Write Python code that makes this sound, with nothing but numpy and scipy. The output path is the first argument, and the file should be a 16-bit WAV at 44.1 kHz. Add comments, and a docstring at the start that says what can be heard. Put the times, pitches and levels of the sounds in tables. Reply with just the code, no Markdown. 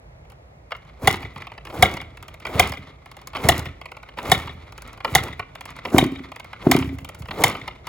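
"""Distant traffic hums over a lawn in front of a house; then a boot stirs the lever of a two-stroke dirt bike.
Nine kicks follow and it does not start; twice it coughs: weak firings ring the exhaust pipe.
Each kick slams the lever on its stop (struck modes), whirs the gears (shaped noise) and puffs the piston
into the pipe (swelling modes and a hiss); the ratchet ticks as the lever returns.
The house walls answer every hit with delayed dull slaps; a phone with two ports is the microphone."""
import sys
import numpy as np
from scipy import signal
from scipy.fft import rfft, irfft
from scipy.io import wavfile
from scipy.ndimage import uniform_filter1d

SR = 44100
rng = np.random.default_rng(int(sys.argv[2]) if len(sys.argv) > 2 else 0)


def log_audio(samples):
    """Write samples as a 16-bit WAV file to the path given in sys.argv[1]."""
    # one column per channel
    frames = np.atleast_2d(samples).T
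    # limit to full scale, then quantise
    limited = np.clip(frames, -1, 1)
    pcm = np.round(limited * 32767).astype(np.int16)
    wavfile.write(sys.argv[1], SR, pcm)


N = 347772
T = np.arange(N) / SR


def undb(db):
    """dB to gain."""
    return 10 ** (np.asarray(db) / 20)


def unit(x):
    """Scale to rms 1."""
    return x / np.sqrt(np.mean(x ** 2))


def read(table, hz):
    """Read a (frequency [Hz], value) table on a log-frequency axis."""
    f, v = np.transpose(table)
    return np.interp(np.log(hz + 1), np.log(f + 1), v)


def coloured(table):
    """Noise of rms 1 with the spectrum of a table."""
    spectrum = rfft(rng.standard_normal(N))
    return unit(irfft(spectrum * undb(read(table, np.fft.rfftfreq(N, 1 / SR))), N))


def walk(rate):
    """Random levels, `rate` new ones a second, slewed from one to the next; rms 1."""
    hold = int(SR / rate)
    steps = np.repeat(rng.standard_normal(N // hold + 1), hold)
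    return unit(uniform_filter1d(steps, hold)[:N])


def add(out, s, sound):
    """Lay a sound into the track at s seconds."""
    i = int(s * SR)
    out[i:i + len(sound)] += sound[:N - i]


def swell(arrival_ms, t, sharp):
    """Rise to 1 at the arrival time and fall again; a higher sharp makes it narrower."""
    u = 1000 * t / arrival_ms
    return (u * np.exp(1 - u)) ** sharp


# Far road hum: (frequency [Hz], relative density [dB per Hz])
ROAD_SPECTRUM = [(25, -37.5), (49, 3.5), (147, -4), (220, -17.5), (650, -15), (1600, -31.5), (2150, -29),
                 (2800, -38), (5000, -44.5), (16000, -56.5)]
TRAFFIC_DB = -46


def traffic():
    """Far road hum: coloured noise whose level swells slowly."""
    return undb(TRAFFIC_DB + 1.2 * walk(1.8)) * coloured(ROAD_SPECTRUM)


# Bright crack of metal on metal: (frequency [Hz], relative density [dB per Hz])
CRACK_SPECTRUM = [(2500, 1), (4000, 4), (7000, 2.5), (10500, 3.5), (12500, -0.5), (15500, -1.5)]


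def blows(events, modes, crack_ms, sharp, scatter_db, count=5):
    """Each blow swells through crowded mode groups of the struck part, with a short bright crack at its front.

    events: (time [s], peak [dB], crack [dB]); count: modes per group; scatter_db: random colour of each blow.
    """
    out, crack_gate, t = np.zeros(N), np.zeros(N), T[:SR // 20]
    hz, spread, db, arrival = (column[:, None] for column in np.transpose(modes))
    shape = swell(arrival, t, sharp)
    crack = swell(crack_ms, t, 1.4) + 0.19 * swell(2.0 * crack_ms, t, 0.3)
    draws = rng.standard_normal((len(events), 3, count, len(modes), 1))
    for (s, peak_db, crack_db), (colour, detune, phase) in zip(events, draws):
        tones = np.sin(2 * np.pi * (hz + spread * detune) * t + np.pi * phase)
        groups = shape * tones.sum(axis=0)
        groups = groups / np.abs(groups).max(axis=1, keepdims=True)
        ring = (undb(db + scatter_db * colour[0]) * groups).sum(axis=0)
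        add(out, s, undb(peak_db) * ring / np.abs(ring).max())
        add(crack_gate, s, undb(crack_db) * crack)
    return out + crack_gate * coloured(CRACK_SPECTRUM)


# Crowded mode groups of the engine case: (frequency [Hz], spread [Hz], level [dB], arrival [ms])
CASE_GROUPS = [(954, 172, 2.5, 4.1), (1257, 208.3, 0, 4.94), (2185, 222, 2.5, 3.53),
               (2936, 320, -1.5, 5.06), (3592, 490, -8.5, 4.1), (4688, 430, -9, 3.2), (602, 129.3, -5.5, 6)]
CASE_SCATTER_DB = 2.0  # each blow colours the groups a little differently
# Boot on the lever, gear knocks loud and faint, and a bright ratchet click:
# (time [s], peak level [dB], treble crack level [dB])
KNOCK_TIMES = [(0.25, -47.5, -68), (0.3, -43, -50), (0.319, -41, -52), (0.707, -31.5, -54),
               (0.718, -15.5, -46.5), (0.751, -32, -58), (0.765, -42, -51), (0.85, -45, -64),
               (1.111, -32, -25), (1.127, -31, -28.5), (1.226, -25, -73), (1.379, -30, -48.5),
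               (1.651, -27, -42), (1.669, -28, -53.5), (1.699, -31, -53.5), (1.914, -42, -39),
               (1.939, -27, -34), (1.969, -22, -38.5), (2.014, -25, -40.5), (2.451, -16, -40.5),
               (2.467, -19, -38), (2.673, -28, -30), (2.694, -27, -32.5), (2.72, -20.5, -33),
               (2.735, -23, -48), (3.272, -29.5, -30.5), (3.332, -28.5, -51), (3.349, -19.5, -44),
               (3.366, -17.5, -39), (3.579, -41, -26.5), (3.593, -23.5, -29.5), (3.655, -23, -42),
               (4.172, -24, -68), (4.185, -17.5, -42.5), (4.198, -28, -51.5), (4.229, -40, -39),
               (4.298, -26, -30), (4.378, -37, -34), (4.43, -30, -53), (4.474, -23.5, -49.5),
               (5.003, -24, -54), (5.046, -9, -34), (5.236, -28, -30.5), (5.282, -22.5, -43),
               (5.394, -17, -39.5), (5.851, -15, -42), (5.96, -20, -36), (6.041, -22, -31),
               (6.064, -43, -38), (6.53, -24.5, -49), (6.764, -15, -24), (6.788, -38.5, -30),
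               (6.823, -19.5, -58), (7.255, -31, -51), (7.285, -25, -51), (7.308, -19, -44),
               (7.419, -19.5, -32.5), (7.463, -21, -28), (7.48, -32, -23), (7.497, -20, -32),
               (7.55, -18.5, -57), (7.677, -18, -38.5)]


def knocks():
    """Boot, gear teeth and a ratchet click set the crowded modes of the case ringing."""
    return blows(KNOCK_TIMES, CASE_GROUPS, 1.06, 1.55, CASE_SCATTER_DB, count=9)


# Slaps at the bike's place, from deck and house walls, then a far house: (delay [s], level [dB])
WALL_SLAPS = [(.021, -18.5), (.03, -11.5), (0.052, -23), (.176, -26.5)]
YARD_T60_S, YARD_DB, WALL_HZ = 0.56, -15, 3000  # tail decay, tail level, treble limit of the walls
LAWN_DIP_HZ, LAWN_DIP_WIDTH_HZ = 700, 1150  # the bounce off the grass cancels part of each echo
SIDING_HZ, SIDING_WIDTH_HZ, SIDING_DB = 266, 26, 10  # the wall panels boom


def yard(x):
    """Dull, smeared slaps from the house walls and a diffuse tail from the neighbourhood."""
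    t = T[:SR]
    room = rng.standard_normal(SR) * np.exp(-np.log(1000) * t / YARD_T60_S) * (t > .02)
    room *= undb(YARD_DB) / np.sqrt(np.sum(room ** 2))
    for delay, db in WALL_SLAPS:
        smeared = np.r_[1, .07 * rng.standard_normal(60)]
        add(room, delay, undb(db) * smeared)
    wet = signal.lfilter(*signal.butter(2, WALL_HZ, fs=SR), signal.fftconvolve(x, room)[:N])
    lawn = signal.iirpeak(LAWN_DIP_HZ, LAWN_DIP_HZ / LAWN_DIP_WIDTH_HZ, fs=SR)
    wet = wet - 0.74 * signal.lfilter(*lawn, wet)
    siding = signal.iirpeak(SIDING_HZ, SIDING_HZ / SIDING_WIDTH_HZ, fs=SR)
    return wet + undb(SIDING_DB) * signal.lfilter(*siding, wet)


# One row per kick; the puff runs of the last two kicks stand in each other's row:
# (lever hits its stop [s], peak level [dB], treble crack level [dB],
# run-up length [ratio to the usual], whir offset at its start [dB],
# first puff of a run [s], its peak level [dB], first crank turn [s])
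KICK_ROWS = [(1.073, 2.5, -12, .6, -4.5, 1.03, -19, 0.098), (1.824, 4, -11, 1.2, -7, 1.785, -17.5, 0.071),
             (2.595, 0.5, -10.5, 1.08, 0, 2.545, -16, 0.072), (3.487, 2, -8.5, 1.03, 0, 3.44, -12.5, .066),
             (4.316, 2, -10.5, 1.08, 0, 4.286, -19, 0.077), (5.15, 0.5, -8.5, .8, 0.5, 5.118, -19, 0.082),
             (5.981, 0.5, -13.5, 1.0, 0, 5.944, -22, .088), (6.713, -1.5, -12.5, .7, -5, 7.2, -24.5, 0.085),
             (7.437, 0, -9.5, 1.0, -3, 6.8, -16, 0.065)]
# Gear whir around each slam: (time from the slam [s], relative level [dB])
WHIR_CURVE = [(-.14, -63.5), (-.13, -48.5), (-.03, -37), (0.028, -31.5), (0.098, -37.5), (.2, -53),
              (.3, -78.5)]
# Whir of the gear teeth: (frequency [Hz], relative density [dB per Hz])
GEAR_SPECTRUM = [(200, -1.5), (500, -7.5), (750, -8.5), (1240, -0.5), (1650, -14.5), (2130, -1.5),
                 (2670, -14), (3340, -10), (7000, -31), (11000, -33.5), (16000, -44.5)]
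# Crankcase rumble under load: (frequency [Hz], relative density [dB per Hz])
GRIND_SPECTRUM = [(90, -1.5), (200, -0.5), (550, 2.5), (1100, -5.5), (2500, -29)]
GRIND_DB, GRIND_LEAD_S = 2.5, 0.034  # over the whir curve; ahead of it
ENGAGED_DB = -56  # whir curve level above which the lever drives the crank
RATTLE_DB = 11  # loose gear teeth over the whir curve
RUSTLE_START_S, RUSTLE_DB = .72, -56.5


def gears(count=300):
    """Gear teeth whir and rattle while the crank turns; boot and lever rustle faintly between kicks."""
    lag, db = np.transpose(WHIR_CURVE)
    turning = np.zeros(N)
    for slam_s, _, _, run_up, start_db, *_ in KICK_ROWS:
        stretched = np.where(lag < 0, lag * run_up, lag)
        level_db = db + start_db * (lag < -.1)
        turning += undb(np.interp(T - slam_s, stretched, level_db, -150, -150))
    rustle = undb(RUSTLE_DB + 4.77 * walk(7.9)) * (T > RUSTLE_START_S)

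    # teeth knock at random moments, most often once the crank runs free
    share = np.cumsum(np.sqrt(np.roll(turning, int(.035 * SR))))
    when, size = rng.random((count, 2)).T
    at = np.searchsorted(share, when * share[-1])
    knock_db = 20 * np.log10(turning[at]) + RATTLE_DB + 10.0 * np.log(size + 1e-3)
    rattle_events = np.transpose([T[at], knock_db, knock_db - 14.5])
    rattle = blows(rattle_events, CASE_GROUPS, 0.85, 9.4, CASE_SCATTER_DB, count=4)

    # the load is highest on the way down, ahead of the top speed
    load = np.roll(turning, -int(GRIND_LEAD_S * SR)) * (turning > undb(ENGAGED_DB))
    grind = coloured(GRIND_SPECTRUM) * load * undb(GRIND_DB + 4.2 * walk(45))

    flicker = undb(5.5 * walk(60) + 2.3 * walk(500))
    whir = coloured(GEAR_SPECTRUM) * (undb(-6.5) * turning + rustle) * flicker
    return rattle + grind + whir


TURN_SLOWS, TURN_FADE_DB = 1.1, -4.5  # each crank turn is longer and its puff weaker than the one before


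def puff_rows(count=4):
    """The piston pushes unburnt air out once a turn while the crank slows: (time [s], peak level [dB]) rows."""
    k = np.arange(count)
    turns = np.cumsum(TURN_SLOWS ** k) - TURN_SLOWS ** k
    rows = []
    for *_, first_s, db, turn_s in KICK_ROWS:
        rows += zip(first_s + turn_s * turns, db + TURN_FADE_DB * k)
    return rows


HISS_HZ, HISS_DB, HISS_LEAD_S, HISS_MS = 4000, -29.5, 0.026, 22.6  # level is relative to the puff


def hiss():
    """Air squeezed past the piston ahead of each puff: a soft swell of bright noise once a turn."""
    gate = np.zeros(N)
    for s, db in puff_rows():
        add(gate, s - HISS_LEAD_S, undb(db + HISS_DB) * swell(HISS_MS, T[:SR // 8], 3.1))
    bright = signal.lfilter(*signal.butter(1, HISS_HZ, "high", fs=SR), rng.standard_normal(N))
    return gate * undb(3.0 * walk(150)) * bright


def pipe(events, modes, detune, sharp):
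    """A gas push runs down the expansion pipe and leaves it as a thump; each pipe mode swells in its own time."""
    out, t = np.zeros(N), T[:SR // 6]
    aligned_s = modes[1][2] / 1000  # all modes are in phase when the second one arrives
    for (s, peak_db), bend in zip(events, 1 + detune * rng.standard_normal(len(events))):
        ring = np.zeros(len(t))
        for hz, db, arrival_ms in modes:
            tone = np.cos(2 * np.pi * hz * bend * (t - aligned_s))
            ring += undb(db) * swell(arrival_ms, t, sharp) * tone
        add(out, s, undb(peak_db) * ring / np.abs(ring).max())
    return out


# Pipe modes under a push of unburnt air: (frequency [Hz], level [dB], arrival [ms])
PUFF_PIPE = [(77.9, -12.5, 36), (109, -7.5, 13.38), (168, -11, 12), (309.6, -12.5, 2)]


def puffs():
    """Unburnt air thumps softly through the pipe, its highest mode first and its lowest last."""
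    return pipe(puff_rows(), PUFF_PIPE, 0.092, 3.1)


# Crowded mode groups of lever and stop, each swelling at its own arrival time:
# (frequency [Hz], spread [Hz], level [dB], arrival [ms])
STOP_GROUPS = [(749, 33.7, -1, 6.1), (1315, 300, -10, 9.2), (2092, 133.7, 1.5, 3.61), (3300, 260, -4, 6.8),
               (4100, 550, -15, 1), (116.6, 24, -12, 12.1), (430, 65, -12, 4.8), (1015, 110, -7.5, 4.2)]


def slams():
    """The lever slams on its stop and its crowded modes ring."""
    return blows([kick[:3] for kick in KICK_ROWS], STOP_GROUPS, 2.0, 2.7, 0.68, count=9)


# The lever climbs back over the ratchet: (peak level [dB], treble crack level [dB], list of tooth times [s]);
# a tooth timed past the end is silent
RETURN_ROWS = [(-25, -51.5, [1.359, 1.419, 1.468, 1.517, 1.577]),
               (-29.5, -43, [2.171, 2.226, 2.281, 2.341, 2.4]),
               (-31.5, -47.5, [3.058, 3.114, 3.167, 3.215]),
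               (-26, -47, [3.813, 3.856, 3.916, 3.967, 4.029, 4.087]),
               (-31.5, -42, [4.722, 4.778, 4.82, 4.876, 4.93, 4.975]),
               (-26, -40, [5.552, 5.608, 5.654, 5.704, 5.764]), (-26.5, -44, [6.317, 6.36, 6.397, 6.444]),
               (-28.5, -39, [6.985, 7.046, 7.089, 7.147, 7.22]), (-22.5, -37, [10, 7.869])]
# First to last tooth of a return: (peak offset [dB], crack offset [dB])
TOOTH_OFFSETS = [(0, -2), (1, 3), (0.5, 3.5), (-4, -2), (-4, -4), (-3.5, -9)]


def ratchet():
    """The ratchet clicks over its teeth as the lever returns, each click ringing the case."""
    clicks = []
    for peak_db, crack_db, times in RETURN_ROWS:
        for s, (peak_step, crack_step) in zip(times, TOOTH_OFFSETS):
            clicks.append((s, peak_db + peak_step, crack_db + crack_step))
    return blows(clicks, CASE_GROUPS, 1.19, 2.0, CASE_SCATTER_DB, count=9)


# Weak firings that cough through the pipe: (time [s], peak level [dB])
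COUGH_TIMES = [(5.942, 2.5), (6.0232, -2), (6.6655, 3), (6.748, -1)]
# Pipe modes under a firing: (frequency [Hz], level [dB], arrival [ms])
COUGH_PIPE = [(145, 0, 7.4), (268, 4.5, 5.5), (372, 0, 7.5), (664, -2, 3.8)]


def coughs():
    """Weak firings push gas through the pipe."""
    return pipe(COUGH_TIMES, COUGH_PIPE, 0.019, 3.55)


# Phase between the phone's ports: (frequency [Hz], left lead [rad])
PORT_LEAD = [(0, .1), (700, .38), (1300, .5), (2070, .2), (3190, 1.8), (4050, .6), (5340, 1.6), (6370, .9),
             (8530, -2.5), (10800, -5.9), (13600, -9.7), (14900, -12.2), (16000, -12.7)]
# Balance between the phone's ports: (frequency [Hz], left minus right [dB])
PORT_LEVELS = [(60, -2), (600, 1), (1300, -1), (2400, -3.5), (4400, 6), (8000, 0)]


def two_ports(front, around):
    """The phone body turns phase and balance between its ports; sound from all around differs in sign."""
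    hz = np.fft.rfftfreq(N, 1 / SR)
    half = undb(read(PORT_LEVELS, hz) / 2) * np.exp(.5j * np.interp(hz, *np.transpose(PORT_LEAD)))
    left = irfft(rfft(front) * half, N) + around
    right = irfft(rfft(front) / half, N) - around
    return np.array([left, right])


def scene():
    """Bike, walls and road reach both ports; some echo and road also arrive from all around."""
    bike = knocks() + gears() + hiss() + puffs() + slams() + ratchet() + coughs()
    front = bike + yard(bike) + traffic()
    diffuse = undb(-6.5) * yard(bike) + undb(3.5) * traffic()
    around = signal.lfilter(*signal.butter(2, 700, "high", fs=SR), diffuse)
    return two_ports(front, around)


BASS_CUT_HZ, TOP_HZ = 35, 16350


def record(dry):
    """The phone loses the lowest bass, clips the loudest peaks and cuts the top."""
    thin = signal.lfilter(*signal.butter(2, BASS_CUT_HZ, "high", fs=SR), dry)
    top_cut = signal.ellip(8, .2, 60, TOP_HZ, fs=SR, output="sos")
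    return signal.sosfilt(top_cut, np.clip(thin, -.97, .97))


dry = scene()
out = record(dry)
log_audio(out)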